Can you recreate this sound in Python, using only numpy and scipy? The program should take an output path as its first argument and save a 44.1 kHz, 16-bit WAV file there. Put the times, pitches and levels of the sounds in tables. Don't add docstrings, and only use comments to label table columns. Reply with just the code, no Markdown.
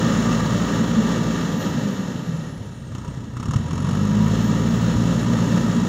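import sys
import numpy as np
from scipy import signal
from scipy.fft import rfft, irfft
from scipy.io import wavfile
from scipy.ndimage import uniform_filter1d

SR = 44100
rng = np.random.default_rng(int(sys.argv[2]) if len(sys.argv) > 2 else 0)


def pcm_store(signal):
    levels = np.round(np.clip(np.atleast_2d(signal), -1, 1) * 32767)
    wavfile.write(sys.argv[1], SR, levels.astype(np.int16).T)


N = 259308

# (time [s], firing rate [1/s])
FIRING_RATE = [(0.0, 56.72), (0.55, 56.02), (0.8, 57.15), (1.4, 56.1), (1.9, 51.28), (2.72, 32.81),
               (2.9, 29.87), (3.02, 31.33), (3.2, 31.94), (3.35, 29.46), (3.42, 34.79), (3.5, 38.47),
               (3.8, 43.67), (3.93, 48.74), (4.41, 56.23), (4.63, 57.38), (5.3, 57.31), (5.88, 58.86)]
# (time [s], level re full [dB])
FUEL_LEVEL = [(0, -0.5), (1.0, -7), (1.45, -11), (1.9, -15.5), (2.8, -32), (2.91, -16), (2.945, -1),
              (2.99, -5.5), (3.02, -8), (3.2, -13.5), (3.31, -19), (3.365, -1.5), (3.57, 0.5), (3.6, -13),
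              (3.69, -7), (3.73, -2.5), (3.93, -2), (4.0, -5), (4.25, -4), (4.6, -7), (5.88, -4)]
# (time [s], level re full [dB])
CRANK_LOAD = [(0, -5), (1.0, -6), (1.4, -8), (1.6, -19), (1.9, -21), (2.8, -24), (3.35, -28), (3.62, -11),
              (3.78, -7), (4.25, -1), (4.6, -2), (5.88, -6.5)]
# (level at full load and speed [dB], share of load dB [1], speed slope [dB/octave],
# drift as the machine turns [dB/s], rms waver [dB])
EXHAUST_ORDERS = [(-30.5, 1.26, 10, -0.3, 1.1), (-28, 1.06, -5, 0.97, 0.4), (-23.5, 0.44, 9.5, -0.01, 0),
                  (-27.5, 0.47, 4, 0.46, 3.5)]
# (level at full fuel and speed [dB],
# share of fuel dB [1], speed slope [dB/octave], drift [dB/s])
BLOCK_LAWS = [(-26, 0.1964, 15.5, -0.6), (-35, 0.1864, 16, -0.59), (-34.5, 0.5, 17, -2.5),
              (-44, 0.66, 4.5, 0.57)]
# (frequency [Hz], density [dB per Hz])
RUMBLE_SPECTRUM = [(18, -77), (30, -52), (48, -19), (92, -14.5), (113, -4.5), (168, -3), (200, -4),
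                   (237, -1.5), (326, -28), (420, -16.5), (550, -44), (920, -120)]
CLATTER_SPECTRUM = [(170, 0.5), (290, 3), (317, -3.5), (431, -7), (516, -2.5), (754, -13.5), (953, -6.5),
                    (1080, -14.5), (1220, -6), (1500, -13.5), (1860, -5.5), (2070, -23), (2500, -32),
                    (3250, -51.5), (5500, -120)]
RATTLE_SPECTRUM = [(1410, -41), (2400, 5), (2710, 3.5), (4050, 1.5), (4830, -5.5), (5380, 0.5), (5950, -3),
                   (6760, 2.5), (7250, 0), (7980, -49.5), (8600, -16), (11200, -74), (18900, -120)]
HISS_SPECTRUM = [(4470, -35), (7600, 9.5), (8450, -6), (9310, -2), (10300, -0.5), (11300, -1), (12200, -10),
                 (13100, -3), (14300, -1.5), (15700, -19)]
# (frequency [Hz], bandwidth [Hz], level re clatter noise [dB])
PANEL_MODES = [(1216, 63, -24), (1688, 41.5, -12.5), (1825, 54, -24), (517, 56, -15.5)]
# (frequency [Hz], density [dB per Hz])
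KNOCK_SPECTRUM = [(300, -11), (700, -4), (1230, 8.5), (1500, -2.5), (1900, -11.5), (2700, -5.5),
                  (4800, -17), (5500, -18), (6800, -8.5), (8000, -19.5), (9000, -26), (11500, -29),
                  (15000, -40)]
# (frequency [Hz], bandwidth [Hz], level re knock noise [dB])
KNOCK_RING_MODES = [(1297, 64, -13), (5480, 130, -15), (6700, 460, -23), (8700, 390, -29)]
# (time [s], pitch [Hz])
WHISTLE_PITCH = [(0, 15570), (.89, 15290), (1.47, 14580), (1.62, 14180), (1.86, 13790), (2.25, 11620),
                 (2.49, 10250), (2.91, 8310), (3.06, 8620), (3.33, 8020), (3.45, 8750), (3.61, 9290),
                 (3.72, 9320), (3.9, 10545), (4.02, 11430), (4.12, 11750), (4.3, 13200), (4.48, 14370),
                 (4.72, 15440), (5.0, 16000)]
# (pitch [Hz], level [dB])
WHISTLE_LEVEL = [(8000, -70), (8800, -66), (9500, -69), (10400, -64), (11200, -67), (12600, -65),
                 (13900, -66), (14200, -51), (14550, -66), (15500, -61), (16000, -66)]
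# (start [s], level before soft onset [dB], frequency [Hz], 60 dB decay [s])
THUD_EVENTS = [(1.504, -24, 120, 0.076), (1.691, -17, 91, 0.076), (3.084, -6, 135, 0.031),
               (3.172, -19, 131, 0.13), (3.487, -3, 119, 0.052), (3.558, 1, 114, 0.049),
               (3.597, -7.5, 114, .08), (4.954, -9, 94, 0.092)]
# (frequency [Hz], 1/e half-width [Hz], gain [dB])
MICROPHONE_BUMPS = [(1583, 20, -6), (2460, 99, -14), (4970, 270, -1.5), (12100, 370, -5), (14500, 200, 1)]

FULL_SPEED_HZ = 57
FIRST_FIRING_INTERVALS = .58
EXHAUST_DELAY_INTERVALS = .11
SETTLE_S, COAST_S = 0.053, 0.15
RUMBLE_DB, RUMBLE_FUEL_SHARE, RUMBLE_DB_PER_OCTAVE = -22.5, 0.26, 13
HISS_DB, HISS_DB_PER_OCTAVE = -54, 15
KNOCK_DB, KNOCK_DB_PER_OCTAVE = -36.5, 2
SECOND_STRIKE_S = 0.00544
POP_DELAY_S, POP_WIDTH_S, POP_DB, POP_REFERENCE_HZ = .003, .0013, 14.5, 41.0
RING_HZ, RING_WIDTH_HZ = (1180, 966), 10.6
FAN_RATIO, FAN_LAG_S = 5.24, .08
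FAN_DB, FAN_DB_PER_OCTAVE = -37, 10.5
TURBO_RATIO = 275
FLUTTER_CALM, FLUTTER_PER_LAG, FLUTTER_DB = .15, 5.1, -11
THUD_RISE_S = 0.0037
BASS_CUT_HZ, EDGE_HZ = 34, 15730


def gain_of(db):
    return 10 ** (np.asarray(db) / 20)


def evened(x):
    return x / np.sqrt(np.mean(x ** 2) + 1e-20)


def curve(rows):
    time_s, value = np.transpose(rows)
    return np.interp(np.arange(N) / SR, time_s, value)


def colour(x, spectrum):
    point_hz, point_db = np.transpose(spectrum)
    hz = np.abs(np.fft.fftfreq(8192, 1 / SR))
    db = np.interp(np.log(hz + 1), np.log(point_hz + 1), point_db, -90, -90)
    log_gain = db * np.log(10) / 20
    response = np.exp(np.conj(signal.hilbert(log_gain)))
    taps = np.fft.ifft(response).real[:4096]
    return evened(signal.oaconvolve(x, taps)[:N])


def resonate(x, hz, width_hz):
    carrier = np.exp(2j * np.pi * np.cumsum(hz * np.ones(N)) / SR)
    r = np.exp(-np.pi * width_hz / SR)
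    smoothed = signal.lfilter([1 - r], [1, -r], x / carrier)
    return evened((carrier * smoothed).real)


def gusts(width_s, depth_db):
    width = int(width_s * SR)
    swell = uniform_filter1d(rng.standard_normal(N), width)
    swell = uniform_filter1d(swell, width)
    return gain_of(depth_db * evened(swell))


def lagged(x, lag_s):
    r = np.exp(-1 / (lag_s * SR))
    return signal.lfilter([1 - r], [1, -r], x - x[0]) + x[0]


def octaves(rate_hz):
    return np.log2(rate_hz / FULL_SPEED_HZ)


def firing_sizes(firings, spread_db):
    return gain_of(spread_db * rng.standard_normal(400))[firings.astype(int)]


def leaps(firings, rate_hz, rise_s, fall_s, spread_db):
    since_s = firings % 1 / rate_hz
    size = firing_sizes(firings, spread_db)
    return size * (1 - np.exp(-since_s / rise_s)) * np.exp(-since_s / fall_s)


def block_levels(rate_hz, fuel_db):
    fuel_db = lagged(fuel_db, SETTLE_S)
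    speed_octaves = octaves(lagged(rate_hz, COAST_S))
    t = np.arange(N) / SR
    return [db + share * fuel_db + slope * speed_octaves + drift * t
            for db, share, slope, drift in BLOCK_LAWS]


def exhaust(firings, rate_hz):
    late = firings - EXHAUST_DELAY_INTERVALS
    load_db = curve(CRANK_LOAD)
    t = np.arange(N) / SR
    low = np.zeros(N)
    for order, (db, share, slope, drift, waver_db) in enumerate(EXHAUST_ORDERS, 1):
        level_db = db + share * load_db + slope * octaves(rate_hz) + drift * t
        low += gain_of(level_db) * gusts(0.092, waver_db) * np.cos(2 * np.pi * order * late)
        if order == 3:
            seventh_db = level_db - 18.5
    seventh = gain_of(seventh_db) * gusts(0.012, 3.1) * np.cos(14 * np.pi * late)
    return np.sqrt(2) * (low + seventh)


def block(firings, rate_hz, fuel_db):
    rumble_db = RUMBLE_DB + RUMBLE_FUEL_SHARE * lagged(fuel_db, SETTLE_S)
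    rumble_db = rumble_db + RUMBLE_DB_PER_OCTAVE * octaves(rate_hz)
    clatter_db, rattle_db, _, _ = block_levels(rate_hz, fuel_db)
    hiss_db = HISS_DB + HISS_DB_PER_OCTAVE * octaves(curve(WHISTLE_PITCH) / TURBO_RATIO)
    rumble_noise, clatter_noise, rattle_noise, hiss_noise = rng.standard_normal((4, N))

    pulsing = 1 + 0.54 * leaps(firings, rate_hz, 0.00044, 0.0032, 3.2)
    rumble = colour(rumble_noise * pulsing, RUMBLE_SPECTRUM)
    panels = sum(gain_of(db) * resonate(clatter_noise, hz, width_hz) for hz, width_hz, db in PANEL_MODES)
    clatter = evened(colour(clatter_noise, CLATTER_SPECTRUM) + panels)
    treble = gain_of(clatter_db) * clatter
    treble += gain_of(rattle_db) * colour(rattle_noise, RATTLE_SPECTRUM)
    treble += gain_of(hiss_db) * colour(hiss_noise, HISS_SPECTRUM)
    return gain_of(rumble_db) * rumble + gusts(0.0091, 0.71) * gusts(0.1, 0.67) * treble


def ringing(rate_hz, fuel_db):
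    out = np.zeros(N)
    for hz, db in zip(RING_HZ, block_levels(rate_hz, fuel_db)[2:]):
        mode = resonate(rng.standard_normal(N), hz, RING_WIDTH_HZ)
        out += gain_of(db) * gusts(0.062, 1.4) * mode
    return out


def fan(rate_hz):
    shaft_hz = lagged(rate_hz, FAN_LAG_S)
    hz = FAN_RATIO * shaft_hz
    db = FAN_DB + FAN_DB_PER_OCTAVE * octaves(shaft_hz)
    angle = 2 * np.pi * np.cumsum(hz * gusts(.04, .04)) / SR
    upper = gusts(0.094, 1.6) * np.cos(angle)
    lower = gain_of(7.5) * gusts(0.024, 4.6) * np.cos(.72 * angle)
    churn = resonate(rng.standard_normal(N), 0.66 * hz, 145.0)
    churn = resonate(churn, 0.68 * hz, 133.0)
    return gain_of(db) * (upper + lower + gain_of(7.5) * churn)


def turbo(firings, rate_hz, fuel_db):
    hz = curve(WHISTLE_PITCH)
    lag = np.maximum(1 - hz / (TURBO_RATIO * rate_hz), 0)
    flutter = np.clip(gain_of(fuel_db) * (FLUTTER_CALM + FLUTTER_PER_LAG * lag), 0, 1)
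    db = np.interp(hz, *np.transpose(WHISTLE_LEVEL)) + FLUTTER_DB * flutter
    thin_noise, wide_noise = rng.standard_normal((2, N))
    kicks = 1 + 14.0 * flutter * leaps(firings, rate_hz, .001, 0.0037, 1.46)
    thin = resonate(thin_noise, hz, 28.0)
    wide = resonate(resonate(wide_noise, hz, 600.), hz, 600.)
    return gain_of(db) * ((1 - 0.48 * flutter) * thin + (0.35 + 1.5 * flutter) * kicks * wide)


def knock(firings, rate_hz, fuel_db):
    strength = gain_of(KNOCK_DB + fuel_db + KNOCK_DB_PER_OCTAVE * octaves(rate_hz))
    envelope = leaps(firings, rate_hz, .0009, .005, 1.5)
    envelope = envelope + 0.33 * np.roll(envelope, int(SECOND_STRIKE_S * SR))
    crack = evened(envelope) * rng.standard_normal(N)
    body = colour(crack, KNOCK_SPECTRUM)
    modes = sum(gain_of(db) * resonate(body, hz, width_hz) for hz, width_hz, db in KNOCK_RING_MODES)

    u = (firings % 1 / rate_hz - POP_DELAY_S) / POP_WIDTH_S
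    pop = firing_sizes(firings, 2) * (1 - u ** 2) * np.exp(-u ** 2 / 2)
    pop_gain = gain_of(POP_DB) * (POP_REFERENCE_HZ / rate_hz) ** 2
    return strength * (body + modes + pop_gain * pop)


def thuds():
    t = np.arange(N) / SR
    out = np.zeros(N)
    for start_s, db, hz, t60_s in THUD_EVENTS:
        u = np.maximum(t - start_s, 0)
        decay = gain_of(db - 60 * u / t60_s)
        out += decay * (1 - np.exp(-u / THUD_RISE_S)) * np.sin(2 * np.pi * hz * u)
    return out


def scene():
    rate_hz, fuel_db = curve(FIRING_RATE), curve(FUEL_LEVEL)
    firings = np.cumsum(rate_hz) / SR - FIRST_FIRING_INTERVALS + 1
    engine = exhaust(firings, rate_hz) + block(firings, rate_hz, fuel_db)
    engine += ringing(rate_hz, fuel_db) + knock(firings, rate_hz, fuel_db)
    return (engine + fan(rate_hz) + turbo(firings, rate_hz, fuel_db) + thuds())[None]


def record(dry):
    hz = np.fft.rfftfreq(2 * N, 1 / SR)
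    tone_db = sum(db * np.exp(-((hz - f) / width_hz) ** 2) for f, width_hz, db in MICROPHONE_BUMPS)
    bass_cut = 1 / np.sqrt(1 + (BASS_CUT_HZ / (hz + 1)) ** 4)
    heard = irfft(rfft(dry, 2 * N) * gain_of(tone_db) * bass_cut)[:, :N]
    limit = signal.firwin(1023, EDGE_HZ, window=("kaiser", 9), fs=SR)
    return signal.oaconvolve(heard, limit[None], "same")


dry = scene()
out = record(dry)
pcm_store(out)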